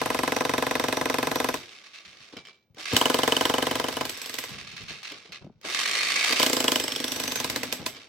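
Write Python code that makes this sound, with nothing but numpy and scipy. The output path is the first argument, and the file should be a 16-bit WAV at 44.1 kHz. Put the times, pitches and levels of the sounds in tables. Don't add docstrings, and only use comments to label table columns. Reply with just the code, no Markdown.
import sys
import numpy as np
from scipy import signal
from scipy.fft import rfft, irfft, next_fast_len
from scipy.io import wavfile
from scipy.ndimage import uniform_filter1d, map_coordinates

SR = 44100
rng = np.random.default_rng(int(sys.argv[2]) if len(sys.argv) > 2 else 0)


def to_wav(sig):
    pcm = np.clip(np.atleast_2d(sig), -1, 1) * 32767
    pcm = np.round(pcm).astype(np.int16)
    wavfile.write(sys.argv[1], SR, pcm.T)


def makeup_ratio(level_db):
    decades = np.asarray(level_db, float) / 20
    return 10 ** decades


N = 356328

# frequency in Hz, width in Hz, relative level in dB, left minus right in dB.
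SLAB_MODES = [(262.5, 27, 4, -5), (287.2, 31, 1.5, 3.5), (323, 28.5, -6, -4.5), (458.2, 36.8, 2.5, 2),
              (505, 31, 0.5, -2.5), (608, 25.3, -3, 9.5), (638.6, 20, -3.5, -4.5), (702, 18, -7, -2),
              (778, 50, 3, 1.5), (854, 21, -4.5, -2), (962, 72, 5.5, 5), (1024, 39.5, 8, 8.5),
              (1110, 25, -6.5, 0), (1163, 40, -9, 8.5), (1263, 18, -9, 4.5), (1407, 33, -6.5, 11),
              (1478, 31, -10.5, -8), (1544, 39, -7.5, -12), (1708, 33, -7.5, 8.5)]
# frequency in Hz, relative density in dB per Hz.
CRACK_COLOUR = [(880, -58.5), (1500, 3.5), (2020, 4.5), (4920, 4.5), (5770, 2.5), (10000, -7.5),
                (11700, -4), (16000, -7.5)]
# frequency in Hz, relative density in dB per Hz.
GEAR_COLOUR = [(410, -23), (700, -11), (967, -17), (1140, -3), (1450, -9), (2170, -2.5), (3170, -1.5),
               (4530, -3.5), (4970, -5), (9040, -26), (11000, -29), (14300, -84.5), (22000, -120)]
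# frequency in Hz, relative density in dB per Hz.
HOUSING_COLOUR = [(110, -71.5), (180, -9.5), (365, -1.5), (452, -2), (551, -5.5), (1200, -13), (1560, -12),
                  (2640, -120)]
# frequency in Hz, relative density in dB per Hz.
RUMBLE_COLOUR = [(20, -33.5), (45, -7), (100, -6.5), (160, -8), (260, -14.5), (500, -100)]


def unit(x):
    return x / np.sqrt(np.mean(x ** 2) + 1e-20)


def along(points, hz):
    f, v = np.transpose(points)
    return np.interp(np.log(hz + 1), np.log(f + 1), v)


def curves(rows):
    s, *cols = np.transpose(rows)
    return [np.interp(np.arange(N) / SR, s, c) for c in cols]


def wobble(rate):
    knots = rng.standard_normal(int(N * rate / SR) + 4)
    return map_coordinates(knots, [np.arange(N) * rate / SR])


def filtered(x, response):
    m = next_fast_len(N + SR // 2)
    return irfft(rfft(x, m) * response(np.fft.rfftfreq(m, 1 / SR)), m)[..., :N]


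def modes(table, cycles=0):
    def response(f):
        total = 0
        for c, width, db in table:
            resonance = SR / np.pi * c / (c * c - f * f + 1j * f * width) / 2
            build_up = 1 + 2j * np.pi * cycles * (f / c - 1)
            total = total + makeup_ratio(db) * resonance / build_up
        return total
    return response


def rush(spectrum):
    # frequency in Hz, left-right likeness from 0 to 1.
    likeness = [(60, 0.31), (300, 0.84), (1000, 0.69), (4000, 0.23), (12000, 0.085)]

    def mid_side(hz):
        turn = np.arccos(np.clip(along(likeness, hz), -1, 1)) / 2
        return makeup_ratio(along(spectrum, hz)) * [np.cos(turn), np.sin(turn)]
    mid, side = filtered(rng.standard_normal((2, N)), mid_side)
    return unit(np.array([mid + side, mid - side]))


def spikes(times, db):
    return np.bincount(np.clip(np.round(times * SR).astype(int), 0, N - 1), makeup_ratio(db), N)


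def dying(x, attack, t60):
    t = np.arange(SR // 4) / SR
    return np.abs(signal.fftconvolve(x, (1 - np.exp(-t / attack)) * makeup_ratio(-60 * t / t60))[:N])


def paced(table):
    spans = zip(table, table[1:] + table[-1:])
    return np.concatenate([np.linspace(a, b, n, endpoint=False) for (a, n), (b, _) in spans])


def strikes():
    # start in seconds, count of evenly spaced blows up to the next row.
    pace = [(.014, 8), (.3635, 7), (.666, 7), (.9687, 10), (1.3994, 1), (1.4425, 1), (1.487, 1), (1.54, 1),
            (2.932, 1), (2.964, 1), (3.012, 2), (3.098, 6), (3.365, 3), (3.496, 1), (3.538, 8), (3.883, 5),
            (4.093, 1), (4.172, 2), (4.258, 1), (4.294, 2), (4.385, 2), (4.49, 1), (6.301, 1), (6.325, 1),
            (6.397, 1), (6.428, 3), (6.53, 2), (6.602, 4), (6.757, 3), (6.879, 4), (7.041, 2), (7.118, 1),
            (7.16, 2), (7.236, 2), (7.318, 1), (7.356, 2), (7.443, 1), (7.498, 1), (7.559, 1), (7.631, 1),
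            (7.724, 1), (7.862, 1)]
    # time in seconds, shift in seconds.
    limp = [(.7, 0), (.8, .00055), (1.08, .0005), (1.15, .0002), (1.4, .0004), (1.45, 0)]
    # time in seconds, then relative levels in dB of slab thud, tip crack,
    # chisel bending ring and lengthwise ring.
    bite = [(0, -7.5, -25, -11.5, -44), (.3, -6.5, -24.5, -8.5, -17), (1.472, -7, -24.5, -9.5, -14.5),
            (1.54, -10, -23, -11, -33), (2.93, -18.5, -25.5, -41, -20), (2.964, -5, -11, -7, -3),
            (3.012, -4, -19.5, -15, -5.5), (3.055, -2.5, -18.5, -29, -6.5), (3.1, -4.5, -19, -17, -10),
            (3.14, -4.5, -17.5, -19, -11.5), (3.232, -4, -20, -10, -9), (3.28, -3.5, -16, -12, -13),
            (3.365, -7, -18.5, -26, -6.5), (3.41, -4.5, -18.5, -10.5, -10), (3.5, -4.5, -20.5, -10, -12),
            (3.88, -9.5, -24, -12, -14.5), (3.926, -18.5, -29, -56, -25), (3.991, -5, -24, -11, -17.5),
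            (4.1, -28, -23.5, -20, -26), (4.2, -31, -29, -43, -47), (4.4, -21, -22.5, -16, -28),
            (4.49, -32, -35, -37, -51), (6.299, -19, -24, -18, -28), (6.33, -12, -22, -15, -11),
            (6.4, -3, -12.5, -27.5, -8.5), (6.46, -7, -14.5, -36.5, -0.5), (6.5, -7.5, -22.5, -31, -34),
            (6.53, -8.5, -11.5, -32, -9), (6.566, -6.5, -19, -30, -16), (6.602, -7, -15.5, -30, -16),
            (6.641, -6, -17.5, -42, -15), (6.68, -6, -15, -31, -6), (6.718, -5.5, -15.5, -33.5, -17),
            (6.757, -8.5, -16.5, -30.5, -6.5), (6.798, -11.5, -18.5, -33.5, -12),
            (6.838, -12, -23, -30, -19), (6.879, -14, -23.5, -36, -15), (6.92, -19, -25, -35, -15.5),
            (6.96, -16.5, -22.5, -26, -10), (7.0, -14.5, -23, -29, -15.5), (7.041, -13.5, -21, -20, -15.5),
            (7.08, -20, -24.5, -26, -18), (7.118, -18.5, -20.5, -35, -20), (7.16, -16, -21, -34, -20.5),
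            (7.198, -14, -20, -23, -20), (7.236, -18.5, -20, -25, -15), (7.277, -18, -21.5, -19, -27),
            (7.318, -19.5, -19, -20, -17.5), (7.356, -17, -21, -21, -23), (7.4, -15.5, -22.5, -24, -32.5),
            (7.443, -11.5, -19, -18, -23.5), (7.498, -15.5, -17.5, -20, -26), (7.559, -13, -17, -21, -12),
            (7.631, -14, -18.5, -11, -29), (7.724, -15, -14.5, -33, -32), (7.862, -15.5, -18, -24, -27)]
    s = paced(pace)
    s = s + np.interp(s, *np.transpose(limp)) * (-1) ** np.arange(len(s))
    s = s + .0002 * rng.standard_normal(len(s))
    at, *cols = np.transpose(bite)
    return s, np.array([np.interp(s, at, c) for c in cols])


def blows():
    scatter_db = [.3, .8, 1, 1.5]
    # time in seconds, dB of the slab's upper modes over its lower ones.
    spot = [(0, 2), (1.55, 2), (2.9, 2.5), (4.499, 1.5), (6.3, -2), (6.75, -2), (6.95, -7), (7.15, 0),
            (7.35, 1.5), (7.9, -1)]
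    # time in seconds, pitch factor.
    ring_pitch = [(1.6, 1.2), (2.9, 1), (4.5, 1), (6.3, 1.02), (6.85, 1.025), (6.92, 1.04), (6.97, 1.08),
                  (7.15, 1.16), (7.35, 1.24), (7.45, 1.3)]
    # slab brightness in dB, then ring pitch factor.
    spot_scatter = [.5, .014]
    seated_db, wilder = -19.5, 0.059
    s, levels = strikes()
    wild = 1 + wilder * np.maximum(levels[1] - levels[0] - seated_db, 0)
    spread_db = (rng.standard_normal((len(s), 4)) * scatter_db).T
    thud_db, crack_db, bend_db, length_db = levels + wild * spread_db
    at_spot = np.array([np.interp(s, *np.transpose(rows)) for rows in (spot, ring_pitch)])
    bright_db, stretch = at_spot + (rng.standard_normal((len(s), 2)) * spot_scatter).T
    ring = chisel_ring(s, bend_db, length_db, stretch)
    thud = slab_thud(s, thud_db, bright_db, wild)
    loose = collar_rattle(s, thud_db, crack_db) + shank_jangle(s, crack_db)
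    return ring - thud + tip_crack(s, crack_db) + loose + crumble(s, thud_db) + shudder(s, thud_db)


def slab_thud(s, thud_db, bright_db, wild):
    # frequency in Hz, width in Hz, relative level in dB.
    punch = [(280, 190, 11), (557, 930, 14.5), (861, 300, 21.5)]
    mode_scatter_db, upper_hz = 1.3, 700
    drive_db = thud_db + wild * mode_scatter_db * rng.standard_normal((len(s), len(SLAB_MODES))).T
    pushes = []
    for mode, db in zip(SLAB_MODES, drive_db):
        if mode[0] >= upper_hz:
            pushes.append(spikes(s + 0.00117, db + bright_db - 23.0))
        else:
            pushes.append(spikes(s + 0.00033, db - 21.0))
    waves = filtered(np.array(pushes), lambda f: [modes([m[:3]], cycles=.35)(f) for m in SLAB_MODES])
    pan_db = np.outer([.5, -.5], np.transpose(SLAB_MODES)[3])
    thud = makeup_ratio(pan_db) @ waves + filtered(spikes(s + 0.001516, thud_db - 28.0), modes(punch))

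    def fading_lows(f):
        low_hz, wave_hz = 90, 189
        radiated = (1j * f / (1j * f + low_hz)) ** 2
        return radiated * -f * f / (wave_hz ** 2 - f * f + 1.2j * f * wave_hz)
    return filtered(thud, fading_lows) + slab_heave(s, thud_db)


def under_thud():
    # time in seconds, then relative levels in dB of ground shake, slab groan and slab heave.
    quake = [(1.5, -38, -38, -28.5), (3, -47, -40, -29), (4.5, -31, -40.5, -27), (6.3, -57, -43.5, -32.5),
             (6.9, -42, -35.5, -34), (7.3, -34, -25, -18), (7.7, -35.5, -27, -26)]
    return curves(quake)


def slab_heave(s, thud_db):
    # frequency in Hz, width in Hz, relative level in dB.
    rocking = [(70, 20, -10.5), (115, 28, -4.5), (161.8, 24.4, -1.5)]
    heave_db = under_thud()[2]
    return filtered(makeup_ratio(heave_db) * spikes(s + 0.0041, thud_db), modes(rocking, cycles=.5))


def chisel_ring(s, bend_db, length_db, stretch):
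    # frequency in Hz, width in Hz, relative level in dB.
    bending = [(1940, 91, -2), (2092, 165, -0.5), (2450, 460, 10)]
    # frequency in Hz, width in Hz, relative level in dB.
    lengthwise = [(2825, 250, -3.5), (3039, 264, 6), (3940, 69, -29), (4290, 160, -40.5)]
    damping_power = 5
    bounce = spikes(s, bend_db - 17.5) + spikes(s + 0.00192, bend_db - 28.0)
    ring = filtered(bounce, modes(bending, cycles=0.29)) * makeup_ratio([[-2], [2]])
    step = np.round(stretch / .025) * .025
    for k in np.unique(step):
        hit = spikes(s[step == k], length_db[step == k] - 5.0)
        shifted = [(k * c, width * k ** damping_power, db) for c, width, db in lengthwise]
        ring = ring + filtered(hit, modes(shifted, cycles=3.1))
    return ring


def tip_crack(s, crack_db):
    hit = spikes(s, crack_db)
    slack = spikes(s - .004, crack_db - 14)
    snap = makeup_ratio(2.5) * dying(hit + slack, 0.00061, 0.012)
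    tail = makeup_ratio(-16.0) * dying(hit, 0.0015, 0.2)
    return (snap + tail) * rush(CRACK_COLOUR)


def shank_jangle(s, crack_db):
    # frequency in Hz, width in Hz, relative level in dB.
    shank = [(5560, 1100, -22.5), (8020, 470, -2), (9080, 980, 5), (11100, 760, -19.5), (12660, 550, -13.5),
             (14100, 900, -6)]
    burst = dying(spikes(s, crack_db), 0.00024, 0.013) * rng.standard_normal((2, N))
    return makeup_ratio(-19.5) * filtered(burst, modes(shank, cycles=2.3))


def collar_rattle(s, thud_db, crack_db):
    # frequency in Hz, width in Hz, relative level in dB.
    collar = [(7910, 370, 4), (12240, 370, 2.5)]
    loose_db = crack_db + 0.5 * (crack_db - thud_db) - 20.5
    noise = unit(filtered(rng.standard_normal((2, N)), modes(collar, cycles=3)))
    return dying(spikes(s, loose_db), 0.0012, 0.22) * noise


def crumble(s, thud_db):
    def both_ears(f):
        tables = [[(c, w, db + side * pan) for c, w, db, pan in SLAB_MODES] for side in (.5, -.5)]
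        return [modes(table, cycles=.35)(f) for table in tables]
    noise = unit(filtered(rng.standard_normal(N), both_ears))
    return makeup_ratio(-32) * dying(spikes(s, thud_db), .002, .06) * noise


def shudder(s, thud_db):
    # frequency in Hz, width in Hz, relative level in dB.
    cracked_piece = [(256.2, 18, 1.5), (280, 18, 0.5)]
    quake_db, groan_db, _ = under_thud()
    groan = makeup_ratio(groan_db) * unit(filtered(rng.standard_normal(N), modes(cracked_piece, cycles=1.6)))
    shake = makeup_ratio(-37) * rush(HOUSING_COLOUR) + makeup_ratio(quake_db) * rush(RUMBLE_COLOUR) + groan
    return dying(spikes(s, thud_db), 0.015, 0.4) * shake


def crank_load():
    # time in seconds, gear level change in dB (a swell, or a dip
    # where negative), t60 of the change in seconds.
    strokes = [(1.68, 3.5, 0.13), (1.751, 3.5, 0.4), (1.838, 6, 0.32), (1.934, 10, 0.25), (2.05, 7, 0.31),
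               (2.203, 7.5, 0.2), (2.777, -10, 0.11), (2.854, 9, 0.29), (4.528, 4.5, .15), (4.584, 7, 0.36),
               (4.67, 11.5, 0.29), (4.765, 11.5, 0.37), (4.882, 15, 0.32), (5.03, 11, 0.42),
               (5.321, 24, 0.29), (5.648, -2, 0.12), (5.723, 5, 0.24)]
    hold = 1.53
    slack_s, slack = 0.01, 0.34
    load, ease = np.ones(N), np.ones(N)
    for s, db, t60 in strokes:
        since = np.arange(N) / SR - s
        load += (since > 0) * makeup_ratio(-60 * (np.abs(since) / t60) ** hold) * (makeup_ratio(db) - 1)
        ease *= 1 - slack * (since < 0) * np.exp(-np.abs(since) / slack_s)
    return load * ease


def motor():
    # time in seconds, relative level in dB.
    effort = [(0, -38.5), (1.56, -41), (1.7, -49.5), (1.9, -56), (2.3, -54.5), (2.44, -62.5), (2.6, -82),
              (2.738, -85), (2.786, -34.5), (2.87, -42.5), (2.98, -35.5), (3.4, -36), (4.3, -41.5),
              (4.5, -42), (4.68, -53.5), (4.97, -55), (5.08, -50), (5.25, -57.5), (5.39, -71), (5.5, -80),
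              (5.6, -80), (5.654, -32), (5.73, -33), (5.85, -27.5), (6.2, -26), (6.42, -25.5), (6.52, -37),
              (7.55, -39.5), (7.7, -41.5), (7.85, -47.5), (7.88, -44), (7.95, -50.5), (8.08, -54.5)]
    # frequency in Hz, relative density in dB per Hz.
    fan_colour = [(4000, -32), (6000, 5), (8200, 5.5), (10000, -0.5), (12300, -8), (13500, -6),
                  (16200, -17.5)]
    # frequency in Hz, width in Hz, relative level in dB.
    gearbox = [(1190, 130, -12), (1685, 45, -4.5), (2260, 450, 9.5), (2660, 200, -2), (3090, 60, -9.5),
               (3725, 71, -1.5), (4580, 420, 0), (5700, 490, 13.5), (6300, 330, 9)]
    # frequency in Hz, width in Hz,
    # relative level in dB.
    crankcase = [(2100, 230, -11), (2620, 340, -3), (4270, 530, -3)]
    gear_db, = curves(effort)
    fan_db = gear_db - 11 + 0.3 * np.minimum(gear_db + 31, 0)
    hum_db = -26.5 + 0.73 * gear_db
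    load = crank_load()
    chatter = unit(makeup_ratio(2.93 * wobble(400) + .8 * wobble(60)))
    box = unit(filtered(chatter * rush(GEAR_COLOUR), modes(gearbox)))
    gears = makeup_ratio(gear_db) * unit(box + makeup_ratio(1.5) * chatter * rush(GEAR_COLOUR))
    fan = makeup_ratio(fan_db) * chatter * rush(fan_colour)
    hum = makeup_ratio(hum_db + 0.79 * wobble(22)) * rush(HOUSING_COLOUR)
    rumble = makeup_ratio(-14.5) * makeup_ratio(hum_db) * rush(RUMBLE_COLOUR)
    case = unit(filtered(chatter * rush(GEAR_COLOUR), modes(crankcase, cycles=2.8)))
    rasp = makeup_ratio(gear_db - 1.5) * np.maximum(load - 1, 0) * case
    return rasp + load * (gears + fan) + hum + rumble


def whine():
    # time in seconds, tooth rate in Hz, then relative levels in dB
    stretches = [
        [(0, 2830, -83, -55.5, -54, -53.5), (.4, 2880, -75.5, -47.5, -56.5, -57.5),
         (.9, 2900, -88, -48.5, -56, -60.5), (1.56, 2910, -77, -47.5, -54, -51)],
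        [(2.95, 2732, -63, -58, -51, -56), (3.9, 2693, -69, -54.5, -64, -64.5),
         (4.45, 2660, -71, -55, -72, -81)],
        [(5.7, 2050, -39, -50, -66, -75), (5.85, 2110, -33, -38, -66, -75), (6.05, 2190, -29, -34.5, -64, -75),
         (6.2, 2270, -28.5, -33, -66, -75), (6.35, 2320, -33.5, -37.5, -67.5, -73.5),
         (6.5, 2450, -52, -47, -42.5, -69), (6.95, 2700, -69, -42, -51, -70),
         (7.15, 2900, -66, -43.5, -62, -57.5), (7.38, 3120, -60, -38.5, -68, -57),
         (7.5, 3153, -68, -75, -72, -73)],
    ]
    # blur rate in knots a second, lift by a blow in dB, flicker in dB.
    blur_rate, jolt_db, patchy_db = [750, 450, 800, 800], [6.4, 14, 21, 23.5], [2.5, 3, 2, 1]
    s = strikes()[0]
    jolt = dying(spikes(s, 0 * s), 0.00032, 0.022)
    out, t = np.zeros((2, N)), np.arange(N) / SR

    def blurred(phase, rate):
        return wobble(rate) * np.sin(phase) + wobble(rate) * np.cos(phase)
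    for rows in stretches:
        hz, *levels_db = curves(rows)
        on = np.clip(np.minimum(t - rows[0][0], rows[-1][0] - t) / 0.058, 0, 1)
        turn = 2 * np.pi * np.cumsum(hz * (1 + .004 * wobble(22))) / SR
        for k, db in enumerate(levels_db):
            both, left, right = [blurred((k + 1) * turn, blur_rate[k]) for _ in range(3)]
            level = on * makeup_ratio(db + patchy_db[k] * wobble(45)) * (1 + makeup_ratio(jolt_db[k]) * jolt)
            out += level * (0.6 * both + .6 * np.array([left, right]))
    return out


def slaps():
    # start in seconds, count of evenly spaced slaps up to the next row; all sound 3 ms earlier.
    slap_pace = [(5.748, 5), (5.858, 7), (5.989, 4), (6.069, 5), (6.159, 4), (6.229, 4), (6.295, 2),
                 (6.325, 1)]
    s = paced(slap_pace) - .003
    db = 9 + 1.5 * rng.standard_normal(len(s))
    late = .001 * rng.standard_normal(len(s))
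    gain = 1 + dying(spikes(s + late, db), .002, .05)
    return gain / np.sqrt(uniform_filter1d(gain ** 2, size=SR // 16))


def scuffs():
    # start in seconds, t60 in seconds, then relative levels in dB
    shifts = [(0, 2, -86, -71, -42.5), (1.55, 0.52, -80, -72, -66), (1.94, .2, -70, -79, -80),
              (2.05, 0.37, -59, -68, -53), (2.2, 0.22, -89, -75, -55), (2.324, 0.15, -45, -45, -58),
              (2.364, 0.18, -40, -43, -42), (2.45, 0.044, -36, -63, -75), (2.473, 0.29, -46, -56, -69),
              (2.699, 0.092, -96, -79, -44), (2.769, 0.27, -75, -43.5, -55), (2.912, 0.59, -33, -32.5, -50),
              (4.501, 0.89, -46, -51, -41), (4.729, 0.17, -47, -58, -47), (4.8, 0.38, -60, -55, -40.5),
              (4.899, 0.22, -49, -44.5, -42), (5.107, 0.38, -41, -46.5, -54), (5.25, 0.32, -49, -58, -72),
              (5.3, 0.61, -81.5, -60, -54), (5.411, 0.36, -79.5, -55, -44.5), (5.55, 0.18, -90, -84, -53),
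              (5.642, 0.41, -48, -39, -52), (6.302, 0.32, -50, -34, -64), (7.1, 2.7, -67, -44, -50),
              (7.5, 1.38, -70, -46.5, -46.5), (7.789, 0.28, -71, -44, -38), (7.947, 0.36, -44, -69, -75)]
    rise_s = 0.0035
    t = np.arange(N) / SR
    envelopes = np.zeros((3, N))
    for s, t60, *dbs in shifts:
        age = np.maximum(t - s, 0)
        envelopes += (1 - np.exp(-age / rise_s)) * makeup_ratio(-60 * age / t60) * makeup_ratio(dbs)[:, None]
    grit, body, rumble = envelopes
    grate = unit(makeup_ratio(3.5 * wobble(300)))
    return grit * grate * rush(GEAR_COLOUR) + body * rush(HOUSING_COLOUR) + rumble * rush(RUMBLE_COLOUR)


def knocks():
    # time in seconds, click level in dB, knock level in dB,
    # knock pitch in Hz, ring level in dB; all levels relative.
    taps = [(1.999, -40, -53, 656, -61), (2.334, -42.5, -33, 280, -60), (2.369, -25, -35.5, 271, -35),
            (2.452, -36.5, -67, 387, -42.5), (2.471, -33, -71, 283, -39.5), (2.746, -35.5, -45, 132, -61),
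            (2.9298, -17.5, -16.5, 271, -46), (2.936, -47, -10.5, 107, -80), (2.9444, -10, -16, 227, -44),
            (4.634, -37.5, -70, 400, -60), (4.764, -29, -66, 400, -50), (4.901, -27.5, -60, 300, -55),
            (4.926, -29, -70, 400, -55), (5.001, -40, -70, 400, -62), (5.032, -26, -70, 400, -50),
            (5.324, -26.5, -55, 1120, -47), (4.716, -34, -70, 400, -64), (4.832, -28.5, -70, 397, -56.5),
            (4.966, -45, -74, 400, -58), (5.168, -40.5, -70, 400, -60), (5.1192, -20, -37, 310, -36),
            (5.293, -47.5, -40, 183, -53), (5.445, -44.5, -28, 158, -69), (5.467, -54, -29, 191, -92.5),
            (5.4978, -70, -36.5, 223, -87), (5.613, -29, -55, 517, -55), (7.752, -32.5, -48, 400, -50),
            (7.811, -52, -46, 257, -72), (7.823, -57.5, -34, 305, -73), (7.9483, -40, -67, 520, -39.5)]
    # frequency in Hz, width in Hz, relative level in dB.
    retainer = [(2190, 130, -2), (2320, 6, -13.5), (3900, 6, -28), (3120, 70, -1), (5250, 60, -5),
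                (7250, 40, -19)]
    s, click_db, knock_db, knock_hz, ring_db = np.transpose(taps)
    click = dying(spikes(s, click_db - 13.0), 0.00097, 0.016) * rush(CRACK_COLOUR)
    out = click + filtered(spikes(s, ring_db), modes(retainer))
    t = np.arange(SR // 10) / SR
    for at, db, hz in zip(s, knock_db, knock_hz):
        phase = 2 * np.pi * hz * t
        body = np.sin(phase) + 0.47 * np.sin(1.75 * phase)
        body = body + 1.3 * np.sin(3.0 * phase) * makeup_ratio(-60 * t / 0.013)
        knock = makeup_ratio(db - 60 * t / 0.044) * (1 - np.exp(-t / 0.0016)) * body
        out[:, round(at * SR):][:, :len(t)] += knock
    return out


def yard(x):
    # left delay in seconds, right delay in seconds (both after the direct sound), level in dB.
    echoes = [(.0024, 0.002, -8.5), (.0052, 0.0031, -20.5), (.0083, 0.008, -15)]

    def late(f, s):
        return np.exp(-2j * np.pi * f * s)

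    def paths(f):
        reflected = sum(makeup_ratio(db) * late(f, np.array([[left], [right]])) for left, right, db in echoes)
        return late(f, 0.001093) * (1 + reflected)
    return filtered(x, paths)


def outdoor_floor():
    return makeup_ratio(-70.5) * rush([(30, -5.5), (200, -13), (600, -20.5), (3000, -55.0), (9000, -66.5)])


def scene():
    machine = slaps() * (motor() + whine())
    return yard(blows()) + machine + scuffs() + knocks() + outdoor_floor()


def roll_off(x):
    return signal.sosfilt(signal.butter(12, 16810, fs=SR, output="sos"), x)


def record(dry):
    # frequency in Hz, left minus right in dB.
    lean = [(60, -1.5), (150, 2), (380, 2), (950, 1), (2380, -2.5), (5980, -2), (15000, -1.5)]
    clip_level = .6

    def microphones(hz):
        tilt_db = along(lean, hz) * np.array([[.5], [-.5]])
        return makeup_ratio(tilt_db) * (1j * hz / (1j * hz + 60)) ** 3

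    def treble_step(hz):
        return makeup_ratio(-34.0 * (hz > 15850))
    heard = filtered(dry, lambda hz: microphones(hz) * treble_step(hz))
    heard = heard / (1 + np.abs(heard / clip_level) ** 4) ** .25
    return roll_off(heard)


dry = scene()
out = record(dry)
to_wav(out)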